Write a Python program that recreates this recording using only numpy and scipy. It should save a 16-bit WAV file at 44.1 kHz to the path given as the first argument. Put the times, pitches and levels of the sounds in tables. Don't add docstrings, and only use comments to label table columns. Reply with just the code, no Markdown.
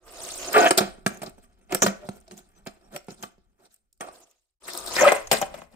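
import sys
import numpy as np
from scipy import signal
from scipy.fft import rfft, irfft, next_fast_len
from scipy.io import wavfile

SR = 44100
rng = np.random.default_rng(int(sys.argv[2]) if len(sys.argv) > 2 else 0)


def store_wav(level_fs):
    pcm = np.round(np.clip(np.atleast_2d(level_fs), -1, 1) * 32767)
    wavfile.write(sys.argv[1], SR, pcm.T.astype(np.int16))


N = 253575

# (t/s, gain/1)
FADES = [(0, 0), (0.08, 1), (4.3, 1), (4.56, 0.37), (4.6, 0), (4.65, 1)]
# (t/s, level/dB)
RUMBLE = [(0, -58), (0.35, -56), (0.93, -58), (2.0, -60), (3.4, -69), (3.96, -78), (4.03, -65.5),
          (4.45, -89.5), (4.62, -68), (4.8, -61), (5.3, -50.5), (5.75, -59)]

# (t/s, relative axle drive/dB, relative wood drive/dB)
ROLL_CURVES = [
    [(0, -69, -58.5), (0.1, -54, -52.5), (0.2, -44.5, -45), (0.35, -41, -48), (0.47, -39.5, -40),
     (0.53, -38, -34.5), (0.69, -34.5, -43.5), (0.71, -65.5, -74)],
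    [(4.0, -63, -63.5), (4.1, -68, -55.5), (4.17, -57.5, -56.5), (4.25, -68, -69), (4.33, -72.5, -77.5),
     (4.42, -77.5, -89.5), (4.55, -92, -96.5)],
    [(4.6, -59, -60), (4.68, -47.5, -46), (4.77, -40.5, -43.5), (4.83, -47, -47), (4.9, -39.5, -40.5),
     (4.96, -30.5, -36.5), (5.1, -40.5, -38.5), (5.2, -51.5, -67.5), (5.3, -69, -76)],
]
# (level/dB, level/dB)
ROLL_WOOD_DB = [-8.5, -9]
TABLE_HZ = [200, 290, 365, 525, 680, 937, 1200, 1490, 1800, 2480]
# (relative level/dB, t60/s, left-right level/dB, phase by which left lags/rad)
TABLE_MODES = [(-6, 0.03, 1.5, 0.056), (-7.5, 0.025, -3, .2), (2, .05, 0, .3), (0, 0.019, -1.5, 0.043),
               (2, 0.025, 2.5, .2), (-1.5, 0.012, 4.5, 0), (0.5, 0.019, 3, 0), (-2.5, .035, 2, -1.8),
               (-2, .02, 3.5, -2.4), (-6.5, .015, -1.5, -1.5)]
# (level/dB, level/dB)
TABLE_SIDE_DB = [-5, 7]

# (t/s, relative level/dB)
RESTING = [(0.7, -80), (1.6, -77.5), (2.5, -76.5), (3.3, -90), (3.5, -87.5), (3.9, -99), (4.0, -99)]
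# (level/dB, three times)
RESTING_DB = [10.5, 0, -1.5]
# (t/s, half length/s, f/Hz, level/dB)
SQUEAKS = [(1.768, 0.012, 5600, -44), (2.574, 0.014, 6080, -68.5), (2.583, 0.019, 7880, -73.5),
           (2.859, 0.016, 5550, -71.5), (2.858, 0.014, 8130, -74.5), (2.977, 0.013, 5520, -50.5),
           (3.657, 0.012, 5980, -68.5)]
# (t/s, half length/s, relative axle drive/dB,
# relative wood drive at 200 Hz/dB, at 600 Hz/dB, at 1800 Hz/dB)
SCUFFS = [(0.777, 0.0019, -18, -15, -20, -38), (0.861, 0.027, -90, -48, -71, -54.5),
          (1.112, 0.044, -67, -44, -56, -70), (1.274, 0.018, -63.5, -43, -55, -57),
          (1.442, 0.01, -69.5, -68, -83, -65), (1.729, 0.014, -46.5, -38, -32.5, -36.5),
          (1.91, 0.022, -71, -49, -56, -52), (2.042, 0.012, -72, -49, -48.5, -62),
          (2.072, 0.018, -62, -53, -73, -76), (2.153, 0.024, -64, -60, -63, -77),
          (2.332, 0.02, -68, -46, -72.5, -79), (2.387, 0.015, -57, -60.5, -60.5, -67),
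          (2.582, 0.015, -73.5, -64.5, -66, -72), (2.751, 0.024, -82, -73, -73.5, -77.5),
          (2.867, 0.031, -79.5, -67, -67.5, -80), (2.947, 0.016, -52, -40, -39.5, -50.5),
          (3.115, 0.016, -52.5, -46, -58, -61.5), (3.228, 0.031, -59, -51, -63.5, -69),
          (3.615, 0.018, -77, -64, -67, -80.5), (3.655, 0.012, -63.5, -67.5, -61.5, -67),
          (3.738, 0.021, -69, -91, -92, -80), (4.69, 0.009, -44, -69.5, -61.5, -40),
          (5.365, 0.031, -39, -42, -47.5, -46), (5.43, 0.03, -56.5, -58, -64.5, -52),
          (5.578, 0.049, -59, -50, -51.5, -58), (5.75, 0.025, -67, -63, -59, -71)]
# (t/s, relative level/dB)
TICKS = [(0.5292, -9), (0.578, -11.5), (0.606, -36), (0.6325, -29), (1.121, -33), (1.1344, -36),
         (1.1445, -38), (1.1714, -32), (1.294, -35), (1.436, -55), (2.2008, -39.5), (2.21, -42),
         (2.369, -30), (2.376, -28), (2.488, -43), (2.654, -43), (2.939, -37), (2.974, -34), (3.043, -41.5),
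         (3.068, -45), (3.105, -39), (3.117, -35), (3.718, -52.5), (3.7414, -42), (3.761, -47),
         (3.927, -41), (3.975, -54.5), (4.121, -60.5), (4.3108, -41), (4.7328, -17.5), (4.7739, -13),
         (4.803, -31), (4.8614, -21.5), (5.0094, -6.5), (5.0915, -19), (5.5616, -53), (5.5932, -60)]
# (f/Hz, relative level per Hz/dB)
AXLE_COLOUR = [(1500, -18.5), (2600, -9.5), (3500, -2), (4600, -8.5), (5400, -5), (6500, -2), (7600, -4),
               (8800, -2), (10300, -11.5), (15100, -18.5), (15900, -23), (16500, -58.5)]
# (level/dB, level/dB)
AXLE_SIDE_DB = [-0.5, 1.5]

# (t/s, relative wood drive at 600 Hz/dB, level at 1800 Hz against it/dB)
RUN_CURVES = [
    [(0.525, -46, 4), (0.545, -27.5, 6.5), (0.57, -14, -4.5), (0.6, -21, -7), (0.635, -18, -6),
     (0.67, -21, 3), (0.69, -40, 1.5), (0.72, -54.5, -1)],
    [(4.005, -45, -9.5), (4.03, -39.5, -8), (4.088, -47, -15), (4.105, -62, -6.5), (4.13, -70.5, -2)],
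    [(4.94, -50.5, -1), (4.985, -30, 4), (5.02, -18, -9), (5.05, -16.5, -3.5), (5.08, -19, 0),
     (5.108, -35.5, 10.5), (5.15, -33.5, -2), (5.22, -57, 5.5), (5.28, -65.5, 4)],
]
# (t/s, half length/s, f/Hz, level/dB)
SINGS = [(0.561, 0.0047, 1387, -18), (0.58, 0.016, 428, -15), (0.6, 0.0071, 707, -13),
         (0.626, 0.014, 1500, -21.5), (0.643, 0.0071, 700, -9.5), (0.661, 0.0034, 680, -10.5),
         (0.834, 0.014, 199.9, -32), (1.842, .008, 371, -23.5), (1.876, 0.022, 198, -23),
         (2.043, 0.018, 601, -41), (2.284, 0.0049, 649, -50), (2.32, 0.0081, 371, -43),
         (2.957, 0.0091, 580, -35.5), (4.994, 0.0068, 1812, -19), (5.019, 0.0048, 540, -12.5),
         (5.036, 0.003, 600, -6), (5.055, 0.0031, 1280, -8.5), (5.074, 0.0065, 576, -4),
         (5.09, 0.0045, 2050, -15), (5.121, 0.0044, 720, -18.5)]
# (t/s, relative axle drive/dB, relative wood drive at 200 Hz/dB, at 600 Hz/dB,
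# at 1800 Hz/dB, t60 of the axle chatter/s)
BLOWS = [(0.7068, -7.5, -19.5, -4, -9.5, 0.051), (0.7755, -7, -12.5, -22, -24, 0.065),
         (0.7835, -7.5, -45, -3, -2, 0.028), (0.8053, -26.5, -10, -19, -21, 0.14),
         (0.9798, -66, -39.5, -44, -63, 0.043), (1.062, -11, -9, -12.5, -4.5, 0.031),
         (1.0746, -18, -65, -43, -68, 0.027), (1.2169, -29.5, -26.5, -32, -33, 0.075),
         (1.231, -28.5, -30, -22.5, -34.5, 0.045), (1.261, -35, -44, -36, -53, 0.057),
         (1.3802, -58, -35.5, -51, -58, 0.07), (1.722, -11, -38, -20, -22, 0.02),
         (1.7468, -4.5, -18.5, -13.5, -10.5, 0.023), (1.8193, -9, -19, -11.5, -14.5, 0.098),
         (1.8392, -34, -16, -18, -29, 0.031), (1.8618, -16, -12, -11.5, -12.5, 0.058),
         (1.8787, -61, -22, -49, -25, 0.061), (2.0877, -27, -20, -23.5, -30, 0.022),
         (2.089, -41, -26, -106, -77.5, 0.044), (2.2783, -40, -56, -43, -72, 0.018),
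         (2.3101, -32.5, -40, -40.5, -37, 0.022), (2.317, -32.5, -36, -54, -68, 0.025),
         (2.6616, -39.5, -48, -32.5, -30.5, 0.097), (2.6693, -25, -24.5, -31, -34.5, 0.026),
         (2.961, -19.5, -60, -36, -29.5, 0.027), (3.0833, -45.5, -25, -26.5, -38, 0.037),
         (3.1057, -52.5, -39.5, -58.5, -59.5, 0.035), (3.2252, -23.5, -60, -74, -38, 0.041),
         (3.233, -32, -32, -26, -29, 0.039), (3.3798, -65, -45.5, -63, -80.5, 0.039),
         (4.007, -22.5, -31.5, -32.5, -24, 0.035), (4.085, -54.5, -50, -30, -46, 0.032),
         (4.9642, -22.5, -42, -16, -18, 0.018), (5.1185, -8.5, -49, 1, -12.5, 0.027),
         (5.2712, -26.5, -62, -60, -33.5, 0.027), (5.3132, -2.5, -22, -6, -72, 0.062),
         (5.3267, -19.5, -24, -16, -13.5, 0.13), (5.4138, -19.5, -51, -12.5, -27, 0.044),
         (5.4238, -40, -28, -12, -25.5, 0.041), (5.5404, -35, -58, -24.5, -35.5, 0.054),
         (5.6174, -53, -57, -23.5, -34.5, 0.02)]
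FIRST_HZ = [150, 199, 240, 371, 428, 532, 668, 700, 762, 899, 1155, 1325, 1505, 1680, 1885, 2020, 2330,
            2600, 3100]
SECOND_HZ = [160, 230, 340, 440, 515, 576, 667, 775, 1040, 1293, 1620, 1825, 2015, 2480, 2700, 3130]
# (relative level/dB, t60/s, left-right level/dB, phase by which left lags/rad)
FIRST_RAMP_MODES = [(-13, 0.032, -2.5, 0.5), (0.5, 0.074, -1.5, 0.07), (-4, .05, -6.5, 0.32),
                    (3, 0.038, -3.5, -0.47), (-2, 0.041, -6, 2), (-1.5, 0.036, -6.5, 0.54),
                    (1, 0.023, -7.5, -0.3), (0, 0.024, -7, 0.82), (-12, 0.029, -7, 4), (-7, 0.043, 0.5, -3),
                    (2, 0.065, 0, 2.5), (-3.5, .04, 0, 1.05), (-2, 0.015, 3, -5), (-6, 0.025, -2, 1),
                    (-6, 0.04, 0.5, 1.06), (-10, 0.015, -3.5, 1), (-10.5, .02, -0.5, 0.5),
                    (-4.5, 0.0093, 1.5, -5), (-5, .01, -2.5, 2)]
SECOND_RAMP_MODES = [(-6, 0.11, 10.5, -1), (4, 0.046, 4.5, 0.87), (-7, 0.049, 4, 0.8), (-14, 0.1, -8, 0),
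                     (-18, 0.04, 4.5, -3), (0.5, 0.024, 6, -0.6), (-6, 0.037, 17, -1),
                     (-6.5, 0.083, 4, -0.2), (-1, 0.015, 0.5, 5.5), (-7, 0.021, 13, 3),
                     (-4.5, 0.011, -12, 0), (-3, 0.026, 8, 3.5), (0, 0.014, 1, 1.5), (-1, 0.013, 3, 0.84),
                     (-15.5, 0.071, -7, -2), (-16.5, 0.009, -13, -3)]

SECOND_FROM_S = 4.58
HISS_DB, CUTOFF_HZ = -93, 16800
ROOM_T60_S, WALL_CUT_HZ, ROOM_DB = 0.37, 13000, -21
SQUEAK_WIDTH_HZ = 45
TICK_T60_S, TICK_CUT_HZ = 0.015, 8000
RUN_LOW_DB, RUN_AXLE_DB = -32.5, -25.5
SING_SIDE_DB, SING_LAG_RAD = 1.5, 0.32
RISE_S = 0.0011
WOOD_BLOW_SHARE = 0.7
SETTLE_DB, SETTLE_T60_S = -36, 0.4
WOOD_CUT_HZ = 98


def amp(db):
    return 10 ** (np.asarray(db) / 20)


def rms_one(x):
    return x / np.sqrt(np.mean(x ** 2) + 1e-20)


def in_time(rows):
    s, *columns = np.transpose(rows)
    t = np.arange(N) / SR
    return np.array([np.interp(t, s, column) for column in columns])


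def during(rows):
    t = np.arange(N) / SR
    return in_time(rows), (t >= rows[0][0]) & (t <= rows[-1][0])


def swell(s, half_s):
    t = np.arange(N) / SR
    return np.exp(-.5 * ((t - s) / half_s) ** 2)


def at_hz(points, hz):
    f, level_db = np.transpose(points)
    return np.interp(np.log(hz + 1), np.log(f), level_db)


def drift(rate_hz):
    step = 32
    r = np.exp(-2 * np.pi * step * rate_hz / SR)
    noise = rng.standard_normal(N // step + 1002)
    slow = signal.lfilter([1], [1, -2 * r, r * r], noise)[1000:]
    return np.interp(np.arange(N) / step, np.arange(len(slow)), rms_one(slow))


def grit(per_s, spread_db):
    sizes = amp(spread_db * np.minimum(rng.exponential(1, N), 5))
    signs = rng.choice([-1, 1], N)
    return rms_one(sizes * signs * (rng.random(N) < per_s / SR))


def burst(t60):
    t = np.arange(SR // 4) / SR
    decay = amp(-60 * t / max(t60, .004))
    shiver = amp(SETTLE_DB - 60 * t / SETTLE_T60_S)
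    return (1 - np.exp(-t / RISE_S)) * (decay + shiver)


def sides(balance_db, second):
    return np.where(second, balance_db[1], balance_db[0]) * np.array([[.5], [-.5]])


def hiss():
    return amp(HISS_DB) * rng.standard_normal((2, N))


def rumble():
    band = signal.butter(2, [15, 60], "band", fs=SR, output="sos")
    shake = signal.sosfilt(band, rng.standard_normal((3, N)))
    ports = shake[:2] + 0.8 * shake[2]
    return amp(in_time(RUMBLE)) * rms_one(amp(3.0 * drift(4)) * ports)


def room(x):
    size = next_fast_len(N + SR)
    w = 2 * np.pi * np.fft.rfftfreq(size)
    dull = 1 / (1 + 1j * w * SR / (2 * np.pi * WALL_CUT_HZ))
    tail = np.zeros((2, len(w)), complex)
    for k, lag in enumerate(rng.uniform(.006, 0.028, 16) * SR):
        loop = amp(-60 * lag / SR / ROOM_T60_S) * dull * np.exp(-1j * w * round(lag))
        tail[k % 2] += loop / (1 - loop) * (-1) ** (k // 2)
    late = irfft(rfft(x, size) * tail, size)[:, :N]
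    return signal.lfilter(*signal.butter(2, 260, "high", fs=SR), late)


def rolling():
    drive = np.zeros((4, N))
    low_db, high_db = ROLL_WOOD_DB
    for rows in ROLL_CURVES:
        (axle_db, wood_db), on = during(rows)
        drive += on * amp([wood_db + low_db, wood_db, wood_db + high_db, axle_db])
    return drive


def squeaks():
    out = np.zeros((2, N))
    r = np.exp(-np.pi * SQUEAK_WIDTH_HZ / SR)
    for s, half_s, hz, level_db in SQUEAKS:
        poles = [1, -2 * r * np.cos(2 * np.pi * hz / SR), r * r]
        tone = signal.lfilter([1, 0, -1], poles, rng.standard_normal((2, N)))
        out += amp(level_db) * rms_one(tone) * swell(s, half_s)
    return out


def axles(drive, apart):
    size = next_fast_len(N + 4096)
    log_gain = np.log(amp(at_hz(AXLE_COLOUR, np.fft.rfftfreq(size, 1 / SR))))
    cepstrum = irfft(log_gain, size)[:size // 2 + 1]
    cepstrum[1:-1] *= 2
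    colour = np.exp(rfft(cepstrum, size))
    colour /= np.sqrt(np.mean(abs(colour) ** 2))

    def ring(knocks):
        return irfft(rfft(knocks * drive, size) * colour, size)[:N]

    shared, own = grit(9000, spread_db=2.0), grit(6000, spread_db=3.5)
    return ring(shared) + apart * ring(own) * np.array([[1], [-1]])


def ticks():
    envelope = np.zeros(N + SR)
    for s, level_db in TICKS:
        envelope[round(s * SR):][:SR // 4] += amp(level_db - 2.5) * burst(TICK_T60_S)
    thin = signal.butter(2, TICK_CUT_HZ, "high", fs=SR, output="sos")
    return signal.sosfilt(thin, axles(envelope[:N], apart=.9))


def patchy(x, spread_db):
    edges = [300, 3500, 5500, 7500, 10000, 17000]
    out = 0
    for pair in zip(edges, edges[1:]):
        band = signal.sosfilt(signal.butter(2, pair, "band", fs=SR, output="sos"), x)
        out = out + band * amp(spread_db * drift(31))
    return out


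def sings():
    out, t = np.zeros((2, N)), np.arange(N) / SR
    side = np.array([[.5], [-.5]])
    for (s, half_s, hz, level_db), start in zip(SINGS, rng.random(len(SINGS))):
        tone = np.sin(2 * np.pi * (hz * t + start) - SING_LAG_RAD * side)
        out += amp(level_db + SING_SIDE_DB * side) * tone * swell(s, half_s)
    return out


def rubbing():
    drive = np.zeros((4, N))
    for rows in RUN_CURVES:
        (wood_db, bright_db), on = during(rows)
        drive += on * amp([wood_db + RUN_LOW_DB, wood_db, wood_db + bright_db, wood_db + RUN_AXLE_DB])
    (rest_db,), on = during(RESTING)
    low_db, high_db, axle_db = RESTING_DB
    drive += on * amp([rest_db + low_db, rest_db, rest_db + high_db, rest_db + axle_db])
    for s, half_s, axle_db, *wood_db in SCUFFS:
        drive += amp([*wood_db, axle_db])[:, None] * swell(s, half_s)
    return drive


def blows():
    push, loose = np.zeros((3, N)), np.zeros((4, N + SR))
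    for s, axle_db, low_db, body_db, high_db, t60 in BLOWS:
        push[:, round((s + RISE_S) * SR)] = amp([low_db + 16.5, body_db + 6.5, high_db + 4])
        span = loose[:, round(s * SR):][:, :SR // 4]
        wood_gain = amp([[low_db - 19.5], [body_db - 4.5], [high_db - 5.5]])
        span[:3] += wood_gain * burst(WOOD_BLOW_SHARE * t60)
        span[3] += amp(axle_db - 9) * burst(t60)
    return push, loose[:, :N]


def wood(push, drive, pitches, modes, per_s=2500, spread_db=3.5):
    out = 0
    knocks = [grit(per_s, spread_db), grit(per_s, spread_db)]
    for k, (hz, (level_db, t60, lean_db, lag)) in enumerate(zip(pitches, modes)):
        place = np.interp(np.log(hz), np.log([200, 600, 1800]), [0, 1, 2])
        share = np.maximum(1 - abs(place - np.arange(3)), 0)
        wander = amp(1.5 * drift(9))
        force = (share @ push + share @ drive * knocks[k % 2]) * wander + 1e-18
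        force = signal.lfilter(*signal.butter(2, 0.71 * hz, "high", fs=SR), force)
        r = amp(-60 / (max(t60, .005) * SR))
        gain = amp(level_db - 3.5) * np.sqrt(2 * (1 - r * r))
        phasor = signal.lfilter([gain], [1, -r * np.exp(2j * np.pi * hz / SR)], force)
        half = amp(lean_db / 2) * np.exp(-.5j * lag)
        out = out + np.imag(phasor * np.array([[half], [1 / half]]))
    return signal.sosfilt(signal.butter(4, WOOD_CUT_HZ, "high", fs=SR, output="sos"), out)


def scene():
    second = np.arange(N) > SECOND_FROM_S * SR
    rolls = rolling() * amp(1.18 * drift(50))
    table = wood(np.zeros((3, N)), rolls[:3], TABLE_HZ, TABLE_MODES, per_s=6000, spread_db=2.5)
    table = amp(sides(TABLE_SIDE_DB, second)) * table

    push, loose = blows()
    bumps = amp(2.0 * drift(57))
    drive = rubbing() * bumps + loose
    rattle = patchy(axles(drive[3] + rolls[3], apart=0.99) + ticks(), spread_db=3.5)
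    rattle = amp(sides(AXLE_SIDE_DB, second) + 3.0) * rattle

    first_wood = wood(push * ~second, drive[:3] * ~second, FIRST_HZ, FIRST_RAMP_MODES)
    second_wood = wood(push * second, drive[:3] * second, SECOND_HZ, SECOND_RAMP_MODES)
    near = table + squeaks() + rattle + sings() + first_wood + second_wood
    return near + amp(ROOM_DB) * room(near.mean(axis=0)) + rumble() + hiss()


def record(dry):
    rounded = .8 * np.tanh(dry / .8)
    top_cut = signal.cheby2(12, 70, CUTOFF_HZ, fs=SR, output="sos")
    return signal.sosfilt(top_cut, rounded) * np.clip(in_time(FADES), 0, 1)


dry = scene()
out = record(dry)
store_wav(out)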